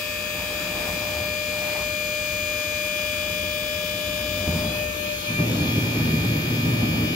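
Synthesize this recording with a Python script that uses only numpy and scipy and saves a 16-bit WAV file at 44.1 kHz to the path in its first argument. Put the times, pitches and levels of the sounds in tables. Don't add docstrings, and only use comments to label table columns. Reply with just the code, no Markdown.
import sys
import numpy as np
from scipy import signal
from scipy.fft import rfft, irfft, next_fast_len
from scipy.io import wavfile
from scipy.ndimage import uniform_filter1d, map_coordinates

SR = 44100
rng = np.random.default_rng(int(sys.argv[2]) if len(sys.argv) > 2 else 0)


def generate_wav(sig):
    pcm = np.round(np.clip(np.atleast_2d(sig).T, -1, 1) * 32767).astype(np.int16)
    wavfile.write(sys.argv[1], SR, pcm)


N = 315315

# time in seconds, speed in turns per second.
SHAFT_SPEED = [(0, 60.2), (2, 60.25), (4.4, 60.29), (4.6, 60.28), (4.9, 60.07), (5.05, 59.85), (5.24, 59.5),
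               (5.35, 59.45), (5.45, 59.58), (5.56, 59.85), (5.65, 59.92), (7.15, 59.94)]
SAG_SPAN_S = (4.34, 5.74)
# frequency in Hz, left over right in dB.
LEFT_LEAD = [(300, 9), (700, 4), (2000, 3.5), (5000, 7.5), (9000, -1), (15000, 4.5)]


def amp(db):
    return 10 ** (np.asarray(db) / 20)


def unit(x):
    return x / np.sqrt(np.mean(x ** 2) + 1e-20)


def along(points, hz):
    point_hz, value = np.transpose(points)
    return np.interp(np.log(hz + 1), np.log(point_hz + 1), value)


def curves(rows, t=None):
    row_s, *columns = np.transpose(rows)
    at_s = np.arange(N) / SR if t is None else t
    return [np.interp(at_s, row_s, column) for column in columns]


def filtered(x, response):
    size = next_fast_len(N + SR // 2)
    hz = np.fft.rfftfreq(size, 1 / SR)
    return irfft(rfft(x, size) * response(hz), size)[..., :N]


def ear_gains(hz):
    return amp(np.outer([.5, -.5], along(LEFT_LEAD, hz)))


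def rush(level_db, patchy_db):
    # frequency in Hz, left-right correlation.
    likeness = [(60, .995), (130, .99), (290, .95), (640, .5), (1400, 0), (15000, .05)]
    bins = signal.stft(rng.standard_normal((2, N)), nperseg=512)[2]
    field = uniform_filter1d(rng.standard_normal(bins.shape[1:]), 6, 0)
    field = uniform_filter1d(field, 12, 1)
    pair = signal.istft(bins * amp(patchy_db * unit(field)), nperseg=512)[1][:, :N]

    def mid_side(hz):
        turn = np.arccos(np.clip(along(likeness, hz), -1, 1)) / 2
        return amp(level_db(hz)) * [np.cos(turn), np.sin(turn)]

    mid, side = filtered(pair, mid_side)
    return np.array([mid + side, mid - side]) / np.std(mid)


def drift(t, rate, count):
    knots = rng.standard_normal((2, 2, count, int(t[-1] * rate) + 3))
    left = (t * rate).astype(int)
    part = np.sin(t * rate % 1 * np.pi / 2)
    smooth = knots[..., left] * np.sqrt(1 - part ** 2) + knots[..., left + 1] * part
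    return (smooth[0] + 1j * smooth[1]) / np.sqrt(2)


def pump(count=263, size=4096, rate=60):
    # order, left dB, right dB, left lead in rad, swell in dB per second.
    fast_rows = [(10, -31, -39, 0.3, 0.8), (20, -50, -49, 0.5, -0.2), (28, -43, -49, -1.4, 1.4),
                 (30, -46, -53, -1.4, -2.0), (36, -52, -60, 0.8, 0.2), (37, -48, -59, -0.7, 0.2),
                 (38, -49, -51, -0.6, -0.5), (39, -47, -51, 2.0, -0.5), (40, -30, -36, -0.5, 0.4),
                 (41, -46, -48, -1.8, 2.0), (42, -47, -49, 1.2, -0.3), (43, -49, -55, 2.3, 1.2),
                 (44, -47, -57, 2.9, -2.0), (46, -48, -60, 2.9, -0.8), (48, -50, -55, 1.1, 0.4),
                 (50, -44, -49, 1.8, 2.0), (55, -46, -50, 2.0, -1.4), (56, -43, -51, 1.9, -1),
                 (59, -48, -55, 0.2, 1.5), (60, -50, -57, 0.7, 0.3), (62, -47, -63, 2.8, 1.0),
                 (64, -50, -59, 1.6, 1.1), (70, -56, -67, 0.9, 0), (72, -48, -60, 2.7, 0.9),
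                 (78, -49, -55, 0.9, 0.1), (79, -51, -59, -1.4, 0.1), (80, -43, -53, -1.0, -1.5),
                 (82, -53, -58, 1.2, 0.4), (83, -49, -60, 0.5, 1.9), (84, -46, -59, 1.2, 2.0),
                 (90, -53, -54, -1.6, -0.1), (100, -54, -60, -1.9, 1.8), (108, -53, -62, 3.1, -1.6),
                 (110, -57, -69, -1.8, 0), (111, -46, -57, 0.5, -0.4), (112, -50, -60, 1.0, -1.6),
                 (130, -53, -51, -1.6, -0.7), (190, -53, -56, -1.5, 1.3), (230, -54, -57, 0.8, 0.5)]
    # order, left dB, right dB, left lead in rad.
    slow_rows = [(10, -41, -50, 2.7), (20, -42, -49, -3.0), (28, -46, -65, -2.4), (30, -40, -45, -2.9),
                 (37, -46, -50, 2.0), (38, -45, -50, -0.0), (39, -49, -51, 0.8), (40, -35, -35, -1.7),
                 (41, -44, -44, 0.7), (42, -43, -40, -3.1), (43, -48, -57, 2.3), (46, -47, -59, 1.9),
                 (48, -51, -58, 1.4), (50, -44, -47, -2.7), (54, -49, -63, -2.0), (55, -45, -47, -1.2),
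                 (56, -42, -48, -2.4), (60, -46, -51, -0.9), (62, -47, -56, -2.7), (64, -50, -65, 1.1),
                 (70, -50, -60, 2.2), (72, -45, -61, -0.8), (79, -52, -55, -0.6), (80, -51, -48, -1.8),
                 (82, -53, -60, 0.3), (83, -46, -56, 1.3), (90, -50, -58, 1.8), (84, -54, -62, 1.2),
                 (108, -52, -69, 0.4), (111, -49, -58, 2.8), (180, -55, -59, -1.1), (200, -51, -53, -1.1),
                 (220, -52, -60, 1.3)]
    # time in seconds, trim in dB.
    slack = [(4.56, 0), (4.76, -12)]
    # time in seconds, tooth tone (order 10) in dB, its fourth multiple in dB.
    whine = [(0, -38.5, -39.5), (1.3, -33.5, -33), (2.2, -34, -30.5), (3.1, -33.5, -31.5), (4.06, -33, -36),
             (4.62, -31.5, -34.5), (4.72, -33.5, -42), (4.81, -32, -37.5), (4.95, -36.5, -46),
             (5.12, -36, -40), (5.21, -45, -51), (5.55, -46, -44), (5.7, -51.5, -38), (7.15, -45, -40)]
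    # centre in seconds, order, half length in seconds, level in dB.
    swells = [(0, 42, 0.81, -39), (1.9, 70, 0.98, -48.5), (2.52, 110, 0.93, -42), (3.0, 42, 0.65, -43.5),
              (3.602, 56, 1, -41.5), (4.652, 55, 0.13, -47), (4.652, 80, 0.18, -45),
              (4.707, 56, 0.07, -38.5), (4.74, 41, 0.089, -39), (4.8, 42, .12, -35.5),
              (4.907, 30, 0.18, -44), (4.938, 39, 0.072, -46), (4.95, 110, 0.89, -45.5),
              (5.03, 40, 0.065, -44), (5.06, 42, 0.072, -36.5), (5.274, 10, 0.035, -37.5),
              (5.278, 56, 0.045, -43), (5.3, 42, 0.054, -34.5), (5.287, 40, 0.014, -30),
              (5.388, 40, 0.052, -30), (5.426, 10, 0.032, -34), (5.612, 40, 0.011, -31.5),
              (5.7, 56, .12, -43), (5.745, 55, .25, -52), (7.05, 39, 0.3, -43.5), (7.1, 50, .3, -43.5),
              (7.1, 80, .2, -53), (5.22, 70, 0.25, -49), (5.75, 90, .3, -53)]
    t = np.arange(int(N / SR * rate) + 2) / rate
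    wander = drift(t, rate=.8, count=count)[0] * np.sqrt(2)
    phase = order_phases(t, wander.real)
    change = np.clip((t - SAG_SPAN_S[0]) / (SAG_SPAN_S[1] - SAG_SPAN_S[0]), 0, 1)
    slack_db, = curves(slack, t)
    fast = pattern(fast_rows, t, phase, slack_db)
    slow = pattern(slow_rows, t, phase, 0 * t)
    sizes = (1 - change) * fast + change * slow
    slide = uniform_filter1d(abs(np.gradient(curves(SHAFT_SPEED, t)[0], t)), size=16)
    flicker = order_flicker(t, slide, wander.imag)
    for order, db in zip((10, 40), curves(whine, t)):
        sizes[:, order] *= amp(db) / abs(sizes[:, order].mean(0))
        depth = .08 + .14 * slide + .1 * change
        flicker[:, order] = 1 + depth * drift(t, rate=14, count=1)[:, 0]
    sizes = sizes * flicker
    shape = (1 - change) * fast / amp(slack_db) + change ** 3 * slow
    shape = shape / np.sqrt(np.mean(abs(shape) ** 2, axis=0) + 1e-20)
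    for centre_s, order, half_s, db in swells:
        order = round(order)
        sizes[:, order] += shape[:, order] * amp(db) * np.exp(-((t - centre_s) / half_s) ** 2)
    turns = irfft(np.swapaxes(sizes, 1, 2), size) * size / np.sqrt(2)
    angle = np.cumsum(curves(SHAFT_SPEED)[0]) / SR % 1 * size
    read_at = [np.arange(N) / SR * rate, angle]
    return np.array([map_coordinates(np.append(ear, ear[:, :1], 1), read_at, order=1) for ear in turns])


def order_phases(t, wander):
    # time in seconds, rad.
    throb = [(0, .6), (6.0, .8), (6.6, 2.3), (7.15, 3.1)]
    wander_rad = 1.3
    count = len(wander)
    in_step = np.cumsum(np.cumsum(rng.normal(0, .3, count)))
    scatter = rng.normal(0, 1, count) * (.6 + (np.arange(count) / 60) ** 2)
    phase = (in_step + scatter)[:, None] + wander_rad * wander
    phase[39] = 2 * phase[40] - phase[41] + curves(throb, t)[0]
    return phase


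def pattern(rows, t, phase, trim_db):
    # frequency in Hz, rms level of each order in dB, mean of the ears.
    weak = [(400, -95), (900, -64), (1400, -57.5), (1980, -65), (2400, -50), (3500, -62), (5000, -67.5),
            (6000, -71.5), (6800, -57.5), (7500, -85), (9800, -83), (11500, -63.5), (15700, -61.5)]
    hz = np.arange(len(phase)) * SHAFT_SPEED[0][1]
    weak_size = amp(along(weak, hz)) * ear_gains(hz)
    size = weak_size[..., None] * drift(t, rate=0.42, count=len(phase))
    swell_s = np.minimum(t, SAG_SPAN_S[0]) - SAG_SPAN_S[0] / 2
    for order, left_db, right_db, lead_rad, *swell in rows:
        swell_db = sum(swell) * swell_s
        ears = amp([left_db, right_db]) * np.exp(1j * np.array([lead_rad, 0]))
        ears = ears * np.exp(-1j * np.angle(ears.sum()))
        size[:, int(order)] = ears[:, None] * amp(swell_db + trim_db) * np.exp(1j * phase[int(order)])
    return size


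def order_flicker(t, slide, wander):
    depth_per_slide, sag_lift_db, wander_db = .5, 1.5, 1.1
    count = len(wander)
    smear = .75 * (np.arange(count)[:, None] / count) ** 1.7
    stir = np.clip(0.071 + smear, 0, .95)
    slide_depth = np.clip(depth_per_slide * slide, 0, .95)
    flutter = drift(t, rate=14, count=count)
    shared_flutter = (.6 * flutter + .56 * flutter.sum(0)) / 1.29
    flicker = np.sqrt(1 - stir ** 2) + stir * drift(t, rate=18, count=count)
    flicker = flicker * (np.sqrt(1 - slide_depth ** 2) + slide_depth * shared_flutter)
    return flicker * amp(wander_db * wander + sag_lift_db * slide_depth)


def bearing():
    # multiple of shaft speed, rms level in dB.
    tones = [(8.12, -53), (19.54, -54)]
    turns = np.cumsum(curves(SHAFT_SPEED)[0]) / SR
    fade = np.clip((SAG_SPAN_S[0] + 0.85 - np.arange(N) / SR) / 0.22, 0, 1)
    hum = sum(amp(db) * np.sqrt(2) * np.sin(2 * np.pi * multiple * turns) for multiple, db in tones)
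    return fade * hum


def box():
    # frequency in Hz, relative density in dB per Hz.
    quiet_colour = [(15, -39), (25, -19), (43, -4), (100, -0.5), (140, -12.5), (180, -2.5), (225, -9),
                    (320, -8.5), (410, -17), (485, -13), (560, -15), (730, -22.5), (1230, -120)]
    drum_colour = [(15, -44), (25, -24), (95, -4.5), (129, -5.5), (261, -4), (400, -13), (585, -18),
                   (769, -23), (1120, -27.5), (1500, -32), (1950, -26.5), (3300, -120)]
    # frequency in Hz, width in Hz, lift in dB.
    panels = [(115, 25, 9.5), (158.4, 18.6, 9.5), (237, 20, 5), (308, 35, 3.5)]
    # time in seconds, level in dB.
    idle = [(0, -41), (.9, -35), (1.4, -37.5), (2.6, -39.5), (3.9, -38), (4.32, -34), (4.45, -32.5),
            (4.6, -31.5), (5.2, -38), (7.15, -46)]
    # start in seconds, length in seconds, level at the start in dB, fade in dB per second.
    bout_rows = [(4.47, 0.25, -24, 36), (5.28, 0.12, -30.5, 5), (5.381, 0.042, -24.5, 3)]
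    # time in seconds, level in dB.
    drum = [(5.42, -23), (7.124, -23.5), (7.15, -24)]
    attack_s, release_s = 0.024, 0.024
    chop_db, chop_per_s = 1.3, 32
    t = np.arange(N) / SR
    drum_gain = amp(curves(drum)[0]) * np.clip((t - drum[0][0]) / release_s, 0, 1)
    for start_s, length_s, db, fade_db_per_s in bout_rows:
        rise = np.clip((t - start_s) / attack_s, 0, 1)
        fall = np.clip((start_s + length_s - t) / release_s + 1, 0, 1)
        drum_gain = drum_gain + amp(db - fade_db_per_s * (t - start_s)) * rise * fall
    chop = amp(chop_db * np.interp(t * chop_per_s, np.arange(400), rng.standard_normal(400)))

    def drum_db(hz):
        lift = sum(db / (1 + (2 * (hz - centre) / width) ** 2) for centre, width, db in panels)
        return along(drum_colour, hz) + lift

    quiet = rush(lambda hz: along(quiet_colour, hz), patchy_db=0.7)
    drumming = rush(drum_db, patchy_db=1.0)
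    return amp(curves(idle)[0]) * quiet + drum_gain * unit(chop) * drumming


def thump():
    # time in seconds, level in dB before a common 10.5 dB cut.
    blows = [(4.478, -9.5), (4.505, -23), (4.549, -24), (4.59, -21)]
    # mode frequency in Hz, relative level in dB, 60 dB decay time in seconds.
    frame = [(84.4, 2.5, 0.27), (161, 1.5, 0.17), (228, -1.5, 0.1), (247, 4, .04), (460, -3, 0.018)]
    build_cycles = 0.25
    out, t = np.zeros(N + SR), np.arange(SR // 2) / SR
    ring = np.zeros(len(t))
    for hz, db, t60_s in frame:
        onset = 1 - np.exp(-t * hz / build_cycles)
        ring += amp(db - 60 * t / t60_s) * onset * np.sin(2 * np.pi * hz * t)
    for start_s, db in blows:
        out[round(start_s * SR):][:len(t)] += amp(db - 10.5) * ring
    return out[:N]


def hiss():
    # frequency in Hz, relative density in dB per Hz.
    colour = [(300, -9.5), (650, -1), (730, -21), (800, -4.5), (1300, -5.5), (1850, -4), (1975, -9),
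              (2250, 1), (2500, 1.5), (4000, -3.5), (5100, -8), (5280, -4), (6100, -9.5), (6700, -10.5),
              (7200, -5.5), (7500, -12), (8400, -9), (9700, -13), (11500, -5.5), (15700, -11.5)]
    # time in seconds, level in dB.
    level = [(0, -39), (4.5, -38.5), (5.8, -39.5), (7.15, -42)]
    noise = rush(lambda hz: along(colour, hz), patchy_db=2.0)
    return amp(curves(level)[0]) * filtered(noise, ear_gains)


def scuffs():
    # frequency in Hz, relative density in dB per Hz.
    colour = [(120, -30), (300, -8), (800, 1.5), (1500, -7), (4000, -11), (8000, -20)]
    # centre in seconds, half length in seconds, level in dB.
    strokes = [(.55, 0.24, -40), (0.864, 0.13, -38.5), (1.108, 0.22, -41), (1.71, 0.15, -36.5),
               (4.618, 0.22, -40.5)]
    t = np.arange(N) / SR
    gain = sum(amp(db) * np.exp(-((t - centre_s) / half_s) ** 2) for centre_s, half_s, db in strokes)
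    return gain * rush(lambda hz: along(colour, hz), patchy_db=2.5)


def scene():
    return pump() + bearing() + hiss() + box() + thump() + scuffs()


def record(dry):
    top_hz, bass_hz = 15740, 37.5
    return filtered(dry, lambda hz: (hz < top_hz) * hz ** 4 / (hz ** 4 + bass_hz ** 4))


dry = scene()
out = record(dry)
generate_wav(out)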